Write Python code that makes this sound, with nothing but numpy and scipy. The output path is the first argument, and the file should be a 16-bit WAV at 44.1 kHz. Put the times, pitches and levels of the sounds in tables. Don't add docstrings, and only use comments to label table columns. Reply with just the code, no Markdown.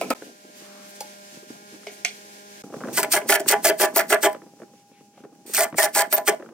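import sys
import numpy as np
from scipy import signal
from scipy.fft import rfft, irfft, next_fast_len
from scipy.io import wavfile
from scipy.ndimage import uniform_filter1d

SR = 44100
rng = np.random.default_rng(int(sys.argv[2]) if len(sys.argv) > 2 else 0)


def how_loud(loudness_db):
    steps = np.asarray(loudness_db, float) / 20
    return 10 ** steps


def inscribe(sig):
    pcm = np.round(np.clip(np.atleast_2d(sig).T, -1, 1) * 32767)
    wavfile.write(sys.argv[1], SR, pcm.astype(np.int16))


N = 287973
T = np.arange(N) / SR
FIRST_PULL = round(2.9 * SR)


def evened(x):
    return x / np.sqrt(np.mean(x ** 2) + 1e-20)


def colour(x, points):
    size = next_fast_len(len(x))
    hz, db = np.transpose(points)
    shape_db = np.interp(np.log(np.fft.rfftfreq(size, 1 / SR) + 1), np.log(hz + 1), db)
    return irfft(rfft(x, size) * how_loud(shape_db), size)[:len(x)]


def resonate(x, hz, width):
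    r = np.exp(-np.pi * width / SR)
    if np.ndim(hz) == 0:
        cosine = np.cos(2 * np.pi * hz / SR)
        return np.sqrt(1 - r * r) * signal.lfilter([2, -2 * r * cosine], [1, -2 * r * cosine, r * r], x)
    turn = np.exp(2j * np.pi * np.cumsum(hz) / SR)
    return 2 * (turn * signal.lfilter([np.sqrt(1 - r * r)], [1, -r], x / turn)).real


def wander(count, span_s):
    knots = rng.standard_normal(int(count / SR / span_s) + 2)
    return np.interp(np.arange(count) / SR / span_s, np.arange(len(knots)), knots)


def body(x, modes, patchy_db, span_s=.012, tilt_db=0):
    centre_hz = modes[len(modes) // 2][0]
    out = 0
    for k, (hz, width, db) in enumerate(modes):
        drive_db = db + tilt_db * np.log2(hz / centre_hz) + patchy_db * wander(len(x), span_s)
        rung = resonate(x * how_loud(drive_db), hz, width)
        out = out + (-1) ** k * resonate(rung, hz, 510)
    return out


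def slips(count, per_s, spread_db, smooth):
    size = how_loud(spread_db * np.minimum(rng.exponential(1, count), 3))
    hits = size * (rng.random(count) < per_s / SR)
    scrape = signal.lfilter([1], [1, -.97], hits)
    return evened((evened(scrape) + smooth) * rng.standard_normal(count))


def add(mix, s, sound):
    part = mix[round(s * SR):][:len(sound)]
    part += sound[:len(part)]


def curve(table, column):
    rows = np.array(table)
    return np.interp(T, rows[:, 0], rows[:, column])


def level(shapes):
    out = np.zeros(N)
    for start, corners in shapes:
        s, db = np.transpose(corners)
        at = round(start * SR) + np.arange(round(s[0] * SR), round(s[-1] * SR))
        out[at] = np.maximum(out[at], how_loud(np.interp(T[at] - start, s, db)))
    return out


def dying(start, db, db_per_s, span=0.13):
    return start, [(0, db), (span, db + db_per_s * span)]


# start_s, end_s
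JOINTS = [
    (.138, .148),
    (2.622, 2.637),
]
FAR_SHOTS = T < JOINTS[1][1]
# time_s, level_db
HISS = [(0, -50), (.38, -57.5), (1.01, -51), (1.38, -53), (1.47, -57), (1.5, -52), (1.75, -53.5),
        (1.79, -56.5), (1.87, -54), (2.06, -52.5), (2.62, -52.5), (2.64, -57.5), (2.95, -52), (4.35, -63.5),
        (4.95, -66), (5.07, -68), (5.5, -65), (6.53, -67)]
# pitch_hz, level_db (per Hz)
HALL = [
    [(30, -44), (100, -10), (200, -12.5), (700, -13.5), (1000, -24.5), (1300, -27), (1570, -16),
     (2740, -14.5), (3700, -16), (6050, -14), (15100, -26), (16500, -35.5)],
    [(30, -48.5), (100, -8.5), (210, -3), (700, -25), (1090, -39), (2600, -26.5), (3780, -29.5),
     (5920, -23), (14800, -36), (16500, -30)],
]
# pitch_hz, side_db (against the middle)
HALL_WIDE = [(60, 6.5), (150, -22), (380, -54), (950, 4), (2380, -0.5), (5980, 1), (15000, 0)]


def hall():
    mid, side = np.zeros((2, N))
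    swell = how_loud(curve(HISS, column=1) + 1.5 * wander(N, .05) + 1.5)
    for on, shape in zip([T < JOINTS[1][0], T > JOINTS[1][0]], HALL):
        a = colour(rng.standard_normal(N), shape)
        b = colour(rng.standard_normal(N), shape)
        treble = colour(a, [(1300, -60), (1400, 0)]).std()
        mid += on * swell * a / treble
        side += on * swell * colour(b, HALL_WIDE) / treble
    return np.array([mid + side, mid - side])


# time_s, speed_hz, level_db
HUM = [(0, 202, -10), (.7, 201, 11), (1.4, 201, 7), (1.6, 204, 1), (2.62, 203.5, 3.5), (2.64, 203.3, 2),
       (4.5, 203.2, -4.5), (6.53, 203.2, -8.5)]
# from_s, first_db, second_db, third_db, fourth_db
HUM_LOW = [
    (0, -65.5, -70.5, -60.5, -68),
    (1.5, -59.5, -59, -59, -59.5),
    (2.63, -64.5, -64.5, -72, -54.5),
]
# multiple (of the speed), level_db (against the hiss)
HUM_TOP = [(5, -8.5), (6, -15), (7, -8), (8, -7), (9, -15), (11, -13.5), (12, -17)]


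def hum():
    speed_hz, hum_db = curve(HUM, column=1), curve(HUM, column=2)
    hiss_db = curve(HISS, column=1)
    turns = np.cumsum(speed_hz) / SR
    lag_s = 0.00042 * FAR_SHOTS
    ports = np.array([turns, turns - lag_s * speed_hz])
    low = np.array(HUM_LOW)
    place = np.maximum(np.searchsorted(low[:, 0], T) - 1, 0)
    levels = [(k, low[place, k] + hum_db) for k in range(1, 5)]
    levels += [(k, hiss_db + db - 9.6 * (place == 2)) for k, db in HUM_TOP]
    out = np.zeros((2, N))
    for k, db in levels:
        out += how_loud(db + 1.3 * wander(N, .06) + 3) * np.sin(2 * np.pi * (k * ports + rng.random()))
    return out


# start_s, length_s, level_db, pitch_hz
SWISHES = [(0.548, 0.39, -56.5, 1140), (0.554, 0.046, -54.5, 11820), (0.875, .05, -52.5, 10900),
           (.94, 0.039, -50.5, 7000), (1.91, 0.052, -52, 8000), (4.895, .14, -63.5, 2280),
           (5.117, 0.13, -65, 2300), (4.719, 0.13, -69, 2300)]


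def swish():
    out = np.zeros(N)
    for s, length, db, hz in SWISHES:
        swell = np.sin(np.pi * T[:round(length * SR)] / length)
        rub = rng.standard_normal(len(swell))
        cloth = resonate(resonate(rub, hz, 0.89 * hz), hz, 0.89 * hz)
        add(out, s, how_loud(db) * swell * evened(cloth))
    return out


# start_s, peak_db, pitch_hz, brightness_db (against the peak)
BUMPS = [(0.221, -27.5, 450, -8), (1.369, -34.5, 202, -20), (1.502, -29, 232, -19), (1.738, -38, 240, -25),
         (2.638, -30, 250, -17), (2.739, -24, 450, -8.5), (2.763, -24, 212, -33), (2.806, -31.5, 544, -2),
         (2.819, -28, 275, -30), (2.837, -25, 216, -0.5), (2.864, -38, 373, -15), (2.885, -21.5, 275, -9),
         (2.926, -31, 299, -26), (3.258, -28.5, 428, -20), (3.461, -25, 335, -5.5), (4.419, -38, 328, -3),
         (4.599, -35, 396, -28), (4.618, -29.5, 283, -15.5), (4.914, -43, 248, -23),
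         (5.006, -41.5, 250, -40), (5.176, -39, 676, -11), (5.202, -36.5, 260, -20), (5.452, -39, 303, -28),
         (5.493, -32, 366, -26), (5.726, -28.5, 260, -5.5), (5.743, -25.5, 229, -4.5),
         (6.396, -30.5, 425, -21), (6.424, -30.5, 363, -5), (6.461, -45.5, 295, 5.5),
         (.272, -46, 298, -18), (.297, -60, 300, -20), (.45, -43.5, 300, -20), (.617, -40, 297, -20),
          (1.358, -47, 220, -25), (1.382, -48, 350, -20), (1.425, -39, 350, -25), (1.525, -41, 375, -20),
          (1.553, -43, 237, -25), (1.6, -50, 298, -27), (1.683, -52, 400, -20), (1.722, -40, 239, -25),
          (1.757, -39, 298, -24), (1.833, -56, 800, 12), (2.673, -36.5, 245, -25), (2.7, -33.5, 288, -25),
          (2.724, -32.5, 402, -14), (2.813, -35.5, 500, -2), (2.847, -26.5, 450, -7), (2.854, -34, 500, -3),
          (2.873, -31.5, 500, -3.5), (2.879, -34, 500, -6), (2.903, -39, 396, -4.5),
          (2.917, -30.5, 296, -28), (4.347, -28, 450, -5.5), (4.363, -36, 450, -8), (4.633, -36, 300, -8),
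          (4.734, -43.5, 300, -15), (5.236, -33.5, 302, -23), (5.248, -35, 355, -14),
          (6.408, -34.5, 400, -11.5), (6.447, -39, 400, -8), (6.466, -35.5, 300, -20),
          (6.489, -38, 300, -4), (6.507, -41, 300, -19)]


def bumps():
    out, t = np.zeros(N), T[:3000]
    for s, db, hz, bright_db in BUMPS:
        noise = rng.standard_normal(len(t))
        blow = noise * how_loud(-60 * t / .04) * np.minimum(t / .003, 1)
        low = resonate(resonate(blow, hz, 230), hz, 390)
        edge = noise * how_loud(-60 * t / .011)
        for _ in range(3):
            edge = resonate(edge, 1100, 1100)
        add(out, s, how_loud(db) * (low / abs(low).max() + how_loud(bright_db + 3) * edge / abs(edge).max()))
    return out


# time_s, level_db
RUMBLE = [(0.0, -37), (0.3, -49), (0.42, -56.5), (0.93, -59.5), (1.33, -59.5), (2.62, -60.5), (2.72, -50),
          (2.84, -36.5), (2.93, -40), (3.1, -45.5), (4.18, -43), (4.42, -53.5), (4.71, -61), (5.05, -70.5),
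          (5.2, -58.5), (5.42, -59), (5.51, -46.5), (6.53, -46)]
# pitch_hz, level_db (per Hz)
THUD = [(35, -49), (60, -17.5), (108, -14.5), (189, 8.5), (262, 12), (746, -3), (810, -2.5), (3000, -36),
        (3900, -74.5), (6600, -120)]


def creaking_rumble():
    lumps_db = curve(RUMBLE, column=1) - 1.5 + 3.5 * wander(N, .015)
    rumble = evened(colour(slips(N, 160, 3.0, .9), THUD))
    rumble = np.where(FAR_SHOTS, colour(rumble, [(800, 1), (1000, -20)]), rumble)
    ticks = evened(resonate(resonate(slips(N, 160, 1.6, 0), 800, 900), 800, 900))
    return how_loud(lumps_db) * (rumble + how_loud(-15) * ticks * ~FAR_SHOTS)


# start_s, peak_db, crack_db (against the peak), rattle_s (to fall 60 dB)
KNOCKS = [
    (0.012, -12, -11, 0.21),
    (0.103, -9.5, -6.5, 0.14),
    (1.006, -24.5, 4.5, 0.12),
    (1.868, -24.5, -7.5, 0.26),
    (2.048, -8.5, -7.5, 0.18),
]
CRACK_TOP_HZ = [15250, 15100, 12900, 6000, 9000]
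# pitch_hz, width_hz, level_db
PANEL = [(250, 51, -6.5), (450, 194, -0.5), (676, 92, 1), (850, 180, -4), (1045, 40, -8), (1293, 53, -7.5),
         (1870, 1500, -15), (2390, 330, -2.5), (4990, 200, -25)]
# pitch_hz, width_hz, level_db
DISCS = [
    [(500, 80, -14), (836, 23, 2.5), (1480, 66, -17), (4660, 480, -5), (8400, 900, -23)],
    [(416, 21, -6), (700, 67.3, -6.5), (2220, 420, 0), (2830, 300, -9.5), (4660, 620, -17.5)],
    [(425, 20, -21), (690, 46, -15.5), (2310, 420, 1), (2860, 370, -6), (3390, 400, -8), (4300, 310, -4.5),
     (5200, 270, -10), (6230, 360, -4), (7650, 400, -11)],
]


def knocks():
    out, t = np.zeros(N), T[:SR // 4]
    for (s, db, crack_db, t60), modes, top_hz in zip(KNOCKS, [PANEL, PANEL] + DISCS, CRACK_TOP_HZ):
        rattle, hit = how_loud(-60 * t / t60), how_loud(7 - 60 * t / .02)
        blow = rng.standard_normal(len(t)) * (rattle + hit)
        rung = body(blow, modes, patchy_db=3.5, span_s=.006)
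        crack_band = signal.butter(2, [1800, top_hz], "band", fs=SR, output="sos")
        crack = signal.sosfilt(crack_band, blow)
        add(out, s, how_loud(db) * (rung / abs(rung).max() + how_loud(crack_db) * crack / abs(crack).max()))
    return out


# start_s, peak_db
SNAPS = [(3.03, -2), (3.134, 1), (3.3237, -2.5), (3.3578, -12), (3.3948, -29.5), (3.3979, -20),
         (3.6674, -2), (4.1136, -18.5), (4.1266, -2), (4.329, -22.5), (5.351, -45), (5.461, -40.5),
         (5.538, -15.5), (4.23, -3.5), (5.5934, -9.5), (5.6067, -2), (5.6129, -11), (5.628, -10.5),
         (5.8269, -18), (5.838, -10.5), (5.8543, -10.5), (6.121, -20), (6.126, 0), (6.1677, -12.5),
         (6.1768, -12), (6.1814, -8.5)]
# start_s, level_db
JERKS = [(2.974, -2.5), (2.987, -7), (3.036, -5.5), (3.14, -9.5), (3.296, -3.5), (3.503, -4.5),
         (3.526, -1.5), (3.657, 0.5), (3.825, -2.5), (3.836, 1), (3.99, 3), (4.129, -2.5), (4.255, 4),
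         (4.261, 4.5), (4.268, 1), (5.578, -1), (5.787, 0), (5.792, -6), (5.835, -3.5), (5.86, -2.5),
         (5.985, -0.5), (6.129, -3.5), (6.284, 4.5), (6.298, -4)]
# pitch_hz, level_db (per Hz)
STEEL = [(700, -24.5), (1470, -7.5), (2500, -4), (3050, -9), (4050, -8.5), (4340, -3.5), (7150, -4),
         (9570, -1.5), (10300, -9), (14400, -0.5), (16000, -9), (16500, -127)]
# pitch_hz, width_hz, level_db
SCREW = [(1171, 33, -5), (1407, 110, -0.5), (1501, 40, -3.5), (1697, 96, 3), (1774, 16, -1),
         (1974, 160, 1.5), (2079, 75, -1), (2251, 110, -2.5), (2608, 570, -9), (3140, 300, -4.5)]
# pitch_hz, width_hz, level_db
CABINET = [(306.6, 23, -17.5), (398.3, 72, 1.5), (425, 27, -1), (578.5, 120, -3), (622, 10, 2.5),
           (654.4, 14, 5), (673.3, 45, 5), (819.7, 13, 1.5), (934, 47, -6.5), (1004, 15, -5.5)]


def snaps():
    out, push, t = np.zeros(N), np.zeros(N), T[:600]
    for s, db in SNAPS:
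        spit = evened(colour(rng.standard_normal(len(t)), STEEL))
        add(out, s, how_loud(db - 15.5 - 60 * t / 0.023) * spit)
    for s, db in SNAPS + JERKS:
        add(push, s, how_loud(np.array([db])))
    wood = body(push[FIRST_PULL:], SCREW + CABINET, patchy_db=3.5)
    add(out, FIRST_PULL / SR, how_loud(-28.5) * wood)
    return out


# start_s,
# length_s, from_hz, to_hz, level_db
SQUEALS = [
    (3.965, 0.023, 9400, 14750, -22),
    (5.556, 0.056, 2900, 1850, -32.5),
    (5.782, 0.038, 2190, 1835, -25.5),
    (5.964, .022, 5650, 8950, -30.5),
    (6.13, 0.029, 10000, 14570, -19),
    (6.325, 0.023, 660, 643, -28.5),
]
SKIPS = [6.1355, 6.1415, 6.1565]


def squeals():
    glide, swell = 0.24, 0.16
    hz, shapes = np.zeros(N), []
    for s, n, from_hz, to_hz, db in SQUEALS:
        on = (T >= s - .001) & (T < s + n + .001)
        hz[on] = to_hz + (from_hz - to_hz) * np.exp(-(T[on] - s) / (glide * n))
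        shapes.append((s, [(0, db + 2), (swell * n, db), (n - swell * n, db + 4.5), (n, db - 7.0)]))
    for s in SKIPS:
        hz[abs(T - s) < .0012] = 11750
    hz = uniform_filter1d(hz, size=30) * (1 + .012 * wander(N, .003))
    flutter_db = 2.1 * evened(uniform_filter1d(rng.standard_normal(N), 90))
    return level(shapes) * how_loud(flutter_db + 2.5) * np.sin(2 * np.pi * np.cumsum(hz) / SR)


# bite_s, length_s, rasp_db, sag_db (by the release), ring_hz (of the bit)
PULLS = [(2.967, 0.055, -18.5, -16.5, 8000), (3.117, 0.068, -14.5, -16.5, 9000),
         (3.289, .073, -18, -6.5, 9860), (3.48, 0.056, -14.5, -11.5, 7370), (3.642, 0.059, -17.5, -8, 9920),
         (3.795, 0.062, -18.5, -3, 9850), (3.958, 0.054, -20, -8.5, 13500), (4.1, 0.045, -20, -9, 8500),
         (4.227, 0.047, -18.5, -11, 8100), (5.535, 0.11, -19, -7, 8570), (5.778, 0.08, -22, 0, 9300),
         (5.948, 0.074, -19, -5, 8380), (6.121, 0.055, -28, -6, 14300), (6.271, 0.029, -21, -3, 8600)]
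# rise_s (of the rasp), creak_tilt_db, boom_tilt_db (both per octave)
SEATS = [(.006, 3, 1), (0.0014, 1, -3.2), (.0015, 4.9, -5.3), (0.0089, -0.5, -0.5), (0.01, 3.5, -3.5),
         (.003, -0.5, -4.5), (.003, -1.5, -0.5), (.004, -1, -1), (.0012, 2.5, -6), (.0012, -2.7, 2),
         (.003, -2.2, 2), (0.00091, -1.8, 5.8), (0.0025, -2.5, 2), (.004, 1, -2.6)]
# start_s, rasp_db, creak_db, boom_db
REBOUNDS = [
    (3.029, -26.5, -24, -21),
    (3.21, -49, -34.5, -28.5),
    (3.397, -31.5, -37.5, -24.5),
    (6.323, -52, -40, -43),
]
BITES = np.array(PULLS)[:, 0]
PULL_NOW = np.maximum(np.searchsorted(BITES, T) - 1, 0)


def rasp_level():
    coast_db = -43
    shapes = []
    for (s, n, db, sag_db, _), (rise_s, _, _) in zip(PULLS, SEATS):
        shapes.append((s, [(0, db - 8.5), (rise_s, db), (n, db + sag_db)]))
        shapes.append((s + n, [(0, db + sag_db), (0.0073, coast_db)]))
        shapes.append(dying(s + n, coast_db, db_per_s=-300))
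    shapes += [(s, [(0, db), (0.024, db - 18.5)]) for s, db, *_ in REBOUNDS]
    return uniform_filter1d(level(shapes), size=60)


# pitch_hz, width_hz, level_db
BIT = [(5500, 1000, 1.5), (7260, 1600, 20.5), (8700, 200, -33.5), (9900, 420, 14), (11380, 300, 2),
       (14300, 140, -15)]


def rasp():
    fine = slips(N, 400, 2.8, 1.0)
    ring_hz = np.array(PULLS)[PULL_NOW, 4]
    tones = evened(body(fine, BIT, patchy_db=4.5)) + how_loud(-2.5) * evened(resonate(fine, ring_hz, 260))
    steel = evened(colour(fine, STEEL)) + how_loud(-5) * tones
    return evened(steel) * rasp_level()


# grip_s, hold_s, creak_db, boom_db, jolt_db (of the bite before)
GRIPS = [(2.975, 0.0095, -22, -18.5, -28), (3.138, 0.03, -22, -21, -44), (3.321, 0.033, -22, -23.5, -8.5),
         (3.5, 0.034, -24, -19.5, -33), (3.654, 0.051, -24.5, -21.5, -8.5),
         (3.809, 0.046, -22.5, -20.5, -11.5), (3.991, 0.011, -20, -19, -12.5),
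         (4.122, 0.015, -17, -16.5, -13), (4.235, 0.021, -18, -15, -15.5), (5.576, 0.067, -28, -24.5, -56),
         (5.821, 0.034, -25, -24, -14.5), (5.971, 0.049, -24.5, -23, -10.5),
         (6.177, 0.0069, -32.5, -23, -16), (6.276, 0.01, -20, -18.5, -21)]


def wood_level(column, db_per_s, kicks):
    shapes = list(kicks)
    for row in GRIPS:
        grip_s, hold_s, db = row[0], row[1], row[column]
        shapes.append((grip_s, [(-.006, db - 13), (0, db), (hold_s, db)]))
        shapes.append(dying(grip_s + hold_s, db, db_per_s))
    shapes += [dying(row[0], row[column], db_per_s) for row in REBOUNDS]
    return uniform_filter1d(level(shapes), size=150)


def struck(drive, gain, modes, tilt_db, span_s):
    ringing = .8
    out = np.zeros(N)
    gain = abs(gain[FIRST_PULL:]) + 1e-7
    push = drive[FIRST_PULL:] * gain ** ringing
    rung = body(push, modes, patchy_db=2.2, span_s=span_s, tilt_db=tilt_db[FIRST_PULL:])
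    out[FIRST_PULL:] = evened(rung * gain ** (1 - ringing)) * np.sqrt(np.mean(gain ** 2))
    return out


def creak_and_boom():
    coarse = slips(N, 300, 2.5, .8)
    _, creak_tilt, boom_tilt = np.array(SEATS)[PULL_NOW].T
    catches = [dying(s + 0.0022, max(row[4], -40) - 8.5, -600) for s, row in zip(BITES, GRIPS)]
    jolts = [dying(s + 0.0032, row[4], -900, span=.05) for s, row in zip(BITES, GRIPS)]
    creak_level = wood_level(column=2, db_per_s=-620, kicks=catches)
    boom_level = wood_level(column=3, db_per_s=-520, kicks=jolts)
    creak = struck(coarse, creak_level, SCREW, creak_tilt, span_s=.03)
    boom = struck(coarse, boom_level, CABINET, boom_tilt, span_s=0.065)
    return creak + boom


# start_s, length_s, from_db, to_db
IDLES = [
    (2.929, 0.067, -37, -25),
    (5.463, .072, -46, -40.5),
]


def whirr():
    rub = rng.standard_normal(N)
    motor = evened(colour(rub, STEEL)) + how_loud(-6.5) * evened(resonate(rub, 8500, 500))
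    winds = [(s, [(-.022, -53.5), (0, -28)]) for s in np.delete(BITES, 9)]
    winds += [(s, [(0, from_db), (n, to_db)]) for s, n, from_db, to_db in IDLES]
    return level(winds) * evened(motor)


def driver():
    return rasp() + creak_and_boom() + whirr()


def echoes(x, t60, start):
    taps, t = np.zeros(SR // 2), T[:SR // 2]
    at = np.arange(round(start * SR), len(taps) - 20, 20)
    taps[at + rng.integers(0, 20, len(at))] = rng.choice([-1., 1.], len(at))
    dull = signal.lfilter([.4], [1, -.6], taps)
    tail = dull * how_loud(-60 * t / t60) + 0.11 * taps * how_loud(-120 * t / t60)
    return signal.fftconvolve(x, tail / np.linalg.norm(tail))[:N]


# pitch_hz, side_db (against the middle)
WIDE = [(60, 2.5), (150, -30.5), (380, -42.5), (950, -52), (2380, -6.5), (5980, 0), (15000, -1.5)]
# pitch_hz, level_db
LEAN = [(1000, -35), (2500, -15), (5000, -15), (8000, -35), (13000, -16)]


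def scene():
    no_bass = signal.butter(2, 280, "high", fs=SR, output="sos")
    tool = signal.sosfilt(no_bass, driver() + snaps())
    near = tool + squeals() + knocks() + bumps() + creaking_rumble() + swish()
    turn = 2 * np.pi * 1.5 * T
    paths = echoes(near * np.cos(turn), 0.0044, 0) + echoes(near * np.sin(turn), .015, 0)
    side = colour(paths, WIDE) - colour(tool, LEAN)
    room = how_loud(-16.5) * np.array([echoes(near, 0.18, .006), echoes(near, 0.19, .006)])
    heard = np.array([near + side, near - side]) * how_loud(np.array([[-.05], [.05]])) + room
    cut_short = (T > JOINTS[0][0]) & (T < .215)
    far_lean = how_loud(0.5 * np.array([[-.5], [.5]]) * FAR_SHOTS)
    return (heard * (1 - 0.56 * cut_short) + hum() + hall()) * far_lean


def band_limit(x):
    return signal.sosfilt(signal.butter(12, 16810, fs=SR, output="sos"), x)


def record(dry):
    thin = signal.sosfilt(signal.butter(3, 140, "high", fs=SR, output="sos"), dry)
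    thin = .9 * np.tanh(thin / .9)
    thin = signal.sosfiltfilt(signal.butter(14, 16000, fs=SR, output="sos"), thin)
    gate = 1 - sum((T > a) & (T < b) for a, b in JOINTS) * .97
    mix = thin * uniform_filter1d(gate, size=40)
    return band_limit(mix)


dry = scene()
out = record(dry)
inscribe(out)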